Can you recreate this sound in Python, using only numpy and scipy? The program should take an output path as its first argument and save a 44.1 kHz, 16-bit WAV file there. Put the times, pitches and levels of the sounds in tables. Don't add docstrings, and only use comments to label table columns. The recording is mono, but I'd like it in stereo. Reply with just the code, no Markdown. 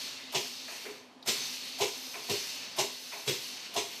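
import sys
import numpy as np
from scipy import signal
from scipy.fft import rfft, irfft
from scipy.io import wavfile
from scipy.ndimage import uniform_filter1d

SR = 44100
rng = np.random.default_rng(int(sys.argv[2]) if len(sys.argv) > 2 else 0)


def wrap_up_sound(samples):
    columns = np.atleast_2d(samples).T
    tamed = np.clip(columns, -1, 1)
    steps = np.round(tamed * 32767).astype(np.int16)
    wavfile.write(sys.argv[1], SR, steps)


def gain_from_db(level_db):
    decades = np.asarray(level_db, float) / 20
    return 10 ** decades


N = 176400
T = np.arange(N) / SR


def at_hz(points, hz):
    points = np.array(points)
    return np.interp(np.log(hz), np.log(points[:, 0]), points[:, 1])


def bin_hz(size):
    return np.maximum(np.fft.rfftfreq(size, 1 / SR), 1)


def rms_one(x):
    return x / np.sqrt(np.mean(x ** 2) + 1e-20)


def drift(rate):
    r = np.exp(-80 * np.pi * rate / SR)
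    slow = signal.lfilter([1], [1, -2 * r, r * r], rng.standard_normal(N // 40 + 2002))[2000:]
    return np.interp(np.arange(N) / 40, np.arange(len(slow)), rms_one(slow))


def coloured(spectrum, size=N):
    noise = rfft(rng.standard_normal(size))
    return rms_one(irfft(noise * gain_from_db(at_hz(spectrum, bin_hz(size))), size))


EDGES = 60 * 2 ** np.arange(0, 8.5, .5)


def bands(x):
    log_hz, whole = np.log(bin_hz(len(x))), rfft(x)
    for k, centre in enumerate(EDGES):
        share = np.interp(log_hz, np.log(EDGES), np.arange(len(EDGES)) == k)
        yield centre, irfft(whole * share, len(x))


def resonate(x, peaks):
    out = 0
    for k, (hz, width, level_db) in enumerate(peaks):
        r = np.exp(-np.pi * width / SR)
        zeros = [(1 - r * r) / 2, 0, (r * r - 1) / 2]
        poles = [1, -2 * r * np.cos(2 * np.pi * hz / SR), r * r]
        out = out + (-1) ** k * gain_from_db(level_db) / np.sqrt(width) * signal.lfilter(zeros, poles, x)
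    return out


def driven(peaks, shape, lag_hz):
    evenness = .7
    ring = resonate(rng.standard_normal(N), peaks)
    ring = rms_one(ring / uniform_filter1d(ring ** 2, size=900) ** (evenness / 2))
    r = np.exp(-2 * np.pi * lag_hz / SR)
    return ring * signal.lfilter([1 - r], [1, -r], shape)


def puff_shape(times, levels_db, hold, fall):
    rise_s, lead_s, lead_db = 0.001, 0.0064, -9
    out = np.zeros(N)
    for s, level_db, tau in zip(times, levels_db, fall + 0 * times):
        on = slice(int((s - .1) * SR), int((s + .4) * SR))
        t = T[on] - s
        swell = gain_from_db(lead_db) * np.exp(np.minimum(t, 0) / lead_s) / (1 + np.exp(t / rise_s * 2))
        opening = 1 / (1 + np.exp(-t / rise_s * 2)) + swell
        out[on] += gain_from_db(level_db) * opening * np.exp(-np.maximum(t - hold, 0) / tau)
    return out


# pitch_hz, width_hz, level_db
OUTLET = [(2684, 860, -3.5), (3330, 100, 3), (3700, 900, -1.5), (4670, 370, 0), (5020, 1000, 2.5),
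          (6250, 445, 4)]


def through_outlet(air, outlet_db, rate):
    rings = 0
    for k, peak in enumerate(OUTLET):
        wander = gain_from_db(2.5 * drift(rate))
        rings = rings + wander * resonate(air, [peak]) * (-1) ** k
    return rms_one(air + gain_from_db(outlet_db) * rms_one(rings))


# pitch_hz, level_db
SHOP = [(40, -44), (90, -19.5), (420, -10), (520, -11.5), (1050, -12.5), (1400, -21.5), (3900, -24),
        (14000, -48)]
# pitch_hz, width_hz, level_db, wander_db, fading_db_per_s
HUM = (254.5, 16, -57.5, 0.5, 1.93)


def shop():
    hz, width, db, wander_db, fading_db = HUM
    hum = resonate(rng.standard_normal(N), [(hz, width, 0)])
    hum = rms_one(resonate(hum, [(hz, 2 * width, 0)]))
    rumble = gain_from_db(-57.5 + 1.2 * drift(3.0)) * coloured(SHOP)
    return rumble + gain_from_db(db + wander_db * drift(2.0) - fading_db * T) * hum


# pitch_hz, t60_s
ROOM_T60 = [(100, .25), (500, .3), (1200, .42), (4000, .5), (12000, .3)]


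def room(x):
    t = np.arange(SR) / SR
    tail = 0
    for hz, band in bands(rng.standard_normal(SR)):
        t60 = at_hz(ROOM_T60, hz)
        tail = tail + band * gain_from_db(-60 * t / t60) * np.sqrt(2 * np.log(1000) / t60 / SR)
    return signal.fftconvolve(x, tail * np.clip(t / 0.013, 0, 1))[:N]


# start_s, level_db, pitch_hz, width_hz, decay_s
LATCH = (1.226, -49, 3850, 350, .007)


def latch():
    s, db, hz, width, decay = LATCH
    burst = rng.standard_normal(N) * (T > s) * np.exp(-np.maximum(T - s, 0) / decay)
    ring = resonate(burst, [(hz, width, 0), (5100, 900, -3)])
    return gain_from_db(db) * (ring / np.abs(ring).max() * 3 + .3 * burst)


# start_s, body_db, cylinder_db, hose_db, decay_s
KNOCKS = [
    (0.681, -46.5, -62.5, -53, 0.07),
    (0.851, -47.5, -46.5, -67.5, 0.067),
    (2.141, -44.5, -54, -49.5, 0.044),
    (3.12, -46, -59.5, -48, 0.048),
]
# pitch_hz, level_db (per Hz)
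BODY = [(200, -29), (400, -6), (900, 7), (1500, 4), (2500, 12), (4000, -35), (9000, -15), (14000, -26)]
# pitch_hz, width_hz, level_db
HOUSING = [(407, 39, 3.5), (499, 180, -3.5), (306, 70, -11)]
# pitch_hz, width_hz, level_db
HOSE = [(689, 50, 0), (966, 45, -1), (790, 120, -6), (600, 90, -7), (1070, 90, -7)]


def knocks():
    s, body_db, cylinder_db, hose_db, decay = np.transpose(KNOCKS)
    return (coloured(BODY) * puff_shape(s, body_db, .015, decay)
            + driven(HOUSING, puff_shape(s, cylinder_db, 0.038, decay), lag_hz=40)
            + driven(HOSE, puff_shape(s, hose_db, 0.024, decay), lag_hz=40))


# start_s, end_s, level_db, sag_db_per_s
FILLS = [
    (.36, .69, -42.5, 10),
    (.69, .87, -43.5, 10),
    (1.82, 2.145, -43, -0.5),
    (2.145, 2.3, -43, 12),
    (2.8, 3.12, -44, 4.5),
    (3.12, 3.28, -43.5, 6),
    (3.77, 4.1, -43.5, 4),
]
# start_s, end_s, level_db, fall_db_per_s
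VENTS = [
    (-.2, .33, -35.5, 19),
    (.86, 1.26, -47, 73),
    (1.28, 1.5, -30.5, 76),
    (1.38, 1.8, -39, 8.5),
    (2.31, 2.79, -36.5, 18.5),
    (3.29, 3.76, -38.5, 17.5),
]
# pitch_hz, level_db
FLOW = [(350, -40), (700, -15), (1500, -11), (2600, -3.5), (5300, -2.5), (6650, -3), (7100, -9),
        (11500, -13), (14000, -8.5)][1:]
# pitch_hz, width_hz, level_db
NOZZLE = [(2860, 37, -23), (3704, 240, -35.5), (4450, 210, 19.5), (5430, 30, -9.5), (6220, 31, 24.5),
          (7400, 120, -23), (8000, 81, 9)]


def flow():
    air = coloured([(350, -16)] + FLOW)
    air = rms_one(air + gain_from_db(-5.5) * rms_one(resonate(air, NOZZLE)))
    air = through_outlet(air, -6, 2.5)
    strokes = ((FILLS, .6, 0), (VENTS, 0.17, 27))
    flutter_db = 1.0
    out, shared, steps = np.zeros(N), drift(10.0), T[::40]
    for hz, band in bands(air):
        bright, power = np.log2(hz / 4000), 0
        for rows, dulling, bend in strokes:
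            start, end, db, fall = np.transpose(rows)[:, :, None]
            t = np.clip(steps - start, 0, 1)
            level_db = db - fall * t * max(1 + dulling * bright, .2) - bend * max(bright, 0) * t ** 2
            flowing = (steps >= start) * (steps < end)
            power = power + np.sum(gain_from_db(2 * level_db) * flowing, axis=0)
        gain = np.interp(T, steps, uniform_filter1d(np.sqrt(power), size=8))
        out += band * gain * gain_from_db(flutter_db * (0.88 * shared + drift(6.1)))
    return out


# start_s, jet_db, thump_db, cylinder_db, hose_db
PUFFS = [
    (0.347, -33.5, -44, -37.5, -35),
    (1.274, -28.5, -43, -39.5, -47),
    (1.808, -30.5, -45, -30.5, -33),
    (2.297, -32.5, -39, -35, -40.5),
    (2.786, -30.5, -46.5, -35, -32),
    (3.276, -30, -38, -34.5, -46),
    (3.763, -33, -47, -36, -33),
]
# start_s, level_db
SEEPS = [
    (.324, -41),
    (1.261, -40),
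    (1.786, -39),
    (2.283, -45),
    (2.765, -41),
    (3.262, -43),
    (3.739, -42),
]
# pitch_hz, level_db
JET = [(900, -14), (1500, -12), (2200, -3), (3900, -5), (6300, -6.5), (7500, -4.5), (11000, -17.5),
       (14000, -12.5)]
# pitch_hz, level_db (per Hz)
SEEP = [(300, -14), (700, 2), (1500, -3.5), (3000, -1.5), (6500, -1.5), (8000, -8), (14000, -4.5)]
# pitch_hz, width_hz, level_db
SPOOL = [(2760, 170, 0), (4020, 270, 1), (6400, 250, 1)]
# pitch_hz, width_hz, level_db
THUMP = [(134, 35, 0), (102, 25, -6), (212, 40, -8)]
# pitch_hz, width_hz, level_db
CYLINDER = [(406, 24, 0), (340, 80, -9), (470, 50, -8)]


def puffs():
    s, jet_db, thump_db, cylinder_db, hose_db = np.transpose(PUFFS)
    air = through_outlet(coloured(JET), -2, 4.6)
    jet = sum(band * gain_from_db(1.5 * drift(20.0)) for hz, band in bands(air) if hz > 900)
    seep = puff_shape(*np.transpose(SEEPS), 0.015, 0.024)
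    return (jet * puff_shape(s, jet_db, 0.02, 0.031)
            + coloured(SEEP) * seep
            + driven(SPOOL, puff_shape(s, hose_db - 2, 0.022, 0.019), lag_hz=60)
            + driven(THUMP, puff_shape(s - .002, thump_db, 0.024, 0.0054), lag_hz=25)
            + driven(CYLINDER, puff_shape(s - 0.0037, cylinder_db, 0.026, 0.019), lag_hz=15)
            + driven(HOSE, puff_shape(s - .008, hose_db, 0.017, 0.013), lag_hz=31.4))


# pitch_hz, side_below_mid_db
WIDTH = [(50, -10), (300, -23.5), (4000, -18.5), (7000, -16.5), (9500, 0.5), (12000, -15)]


def scene():
    dry = puffs() + knocks() + flow() + latch()
    mid = dry + gain_from_db(-4.5) * room(dry) + shop()
    near = np.exp(-np.arange(600) / 370.0) * rng.standard_normal(600)
    side = signal.fftconvolve(np.roll(mid, 200), near / np.sqrt(np.sum(near ** 2)))[:N]
    side = irfft(rfft(side) * gain_from_db(at_hz(WIDTH, bin_hz(N))), N)
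    return np.array([mid + side, mid - side])


def band_limit(x):
    return signal.sosfilt(signal.butter(12, 15250, fs=SR, output="sos"), x)


def record(dry):
    high_pass = signal.butter(3, 88, "high", fs=SR, output="sos")
    x = signal.sosfilt(high_pass, dry) + gain_from_db(-23.5) * dry
    mid_side = [(x[0] + x[1]) / 2, (x[0] - x[1]) / 2]
    hz, s, (mid, side) = signal.stft(mid_side, SR, nperseg=2048)
    level_db = 10 * np.log10(2 * np.sum(np.abs(mid) ** 2, axis=0) / 1.5 + 1e-12)

    patch_hz = 520
    patch = (hz / patch_hz).astype(int)
    luck = rng.random((2, 3 * patch[-1] + 3, len(s)))
    wide_from_db, wide_range_db = -35, 2.5
    kept = luck[0, patch] < .7 / (1 + np.exp(-(level_db - wide_from_db) / wide_range_db * 2))

    treble = ((hz > 8400) & (hz < 13000))[:, None]
    fine_patch = (3 * hz / patch_hz).astype(int)
    hole_luck = luck[1, fine_patch][:, np.arange(len(s)) // 2]
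    hole_share = .05 * (1 + 2 * (np.abs(hz - 11500) < 900))[:, None]
    holes = treble * ((hole_luck < hole_share) | (kept * luck[0, patch] > .5))
    patched = [mid * gain_from_db(-18 * holes), side * kept]
    mid, side = signal.istft(patched, SR, nperseg=2048)[1][:, :N]

    top_cut = signal.ellip(12, .5, 75, 13980, fs=SR, output="sos")
    mix = signal.sosfilt(top_cut, [.98 * (mid + side), mid - side])
    return band_limit(mix)


dry = scene()
out = record(dry)
wrap_up_sound(out)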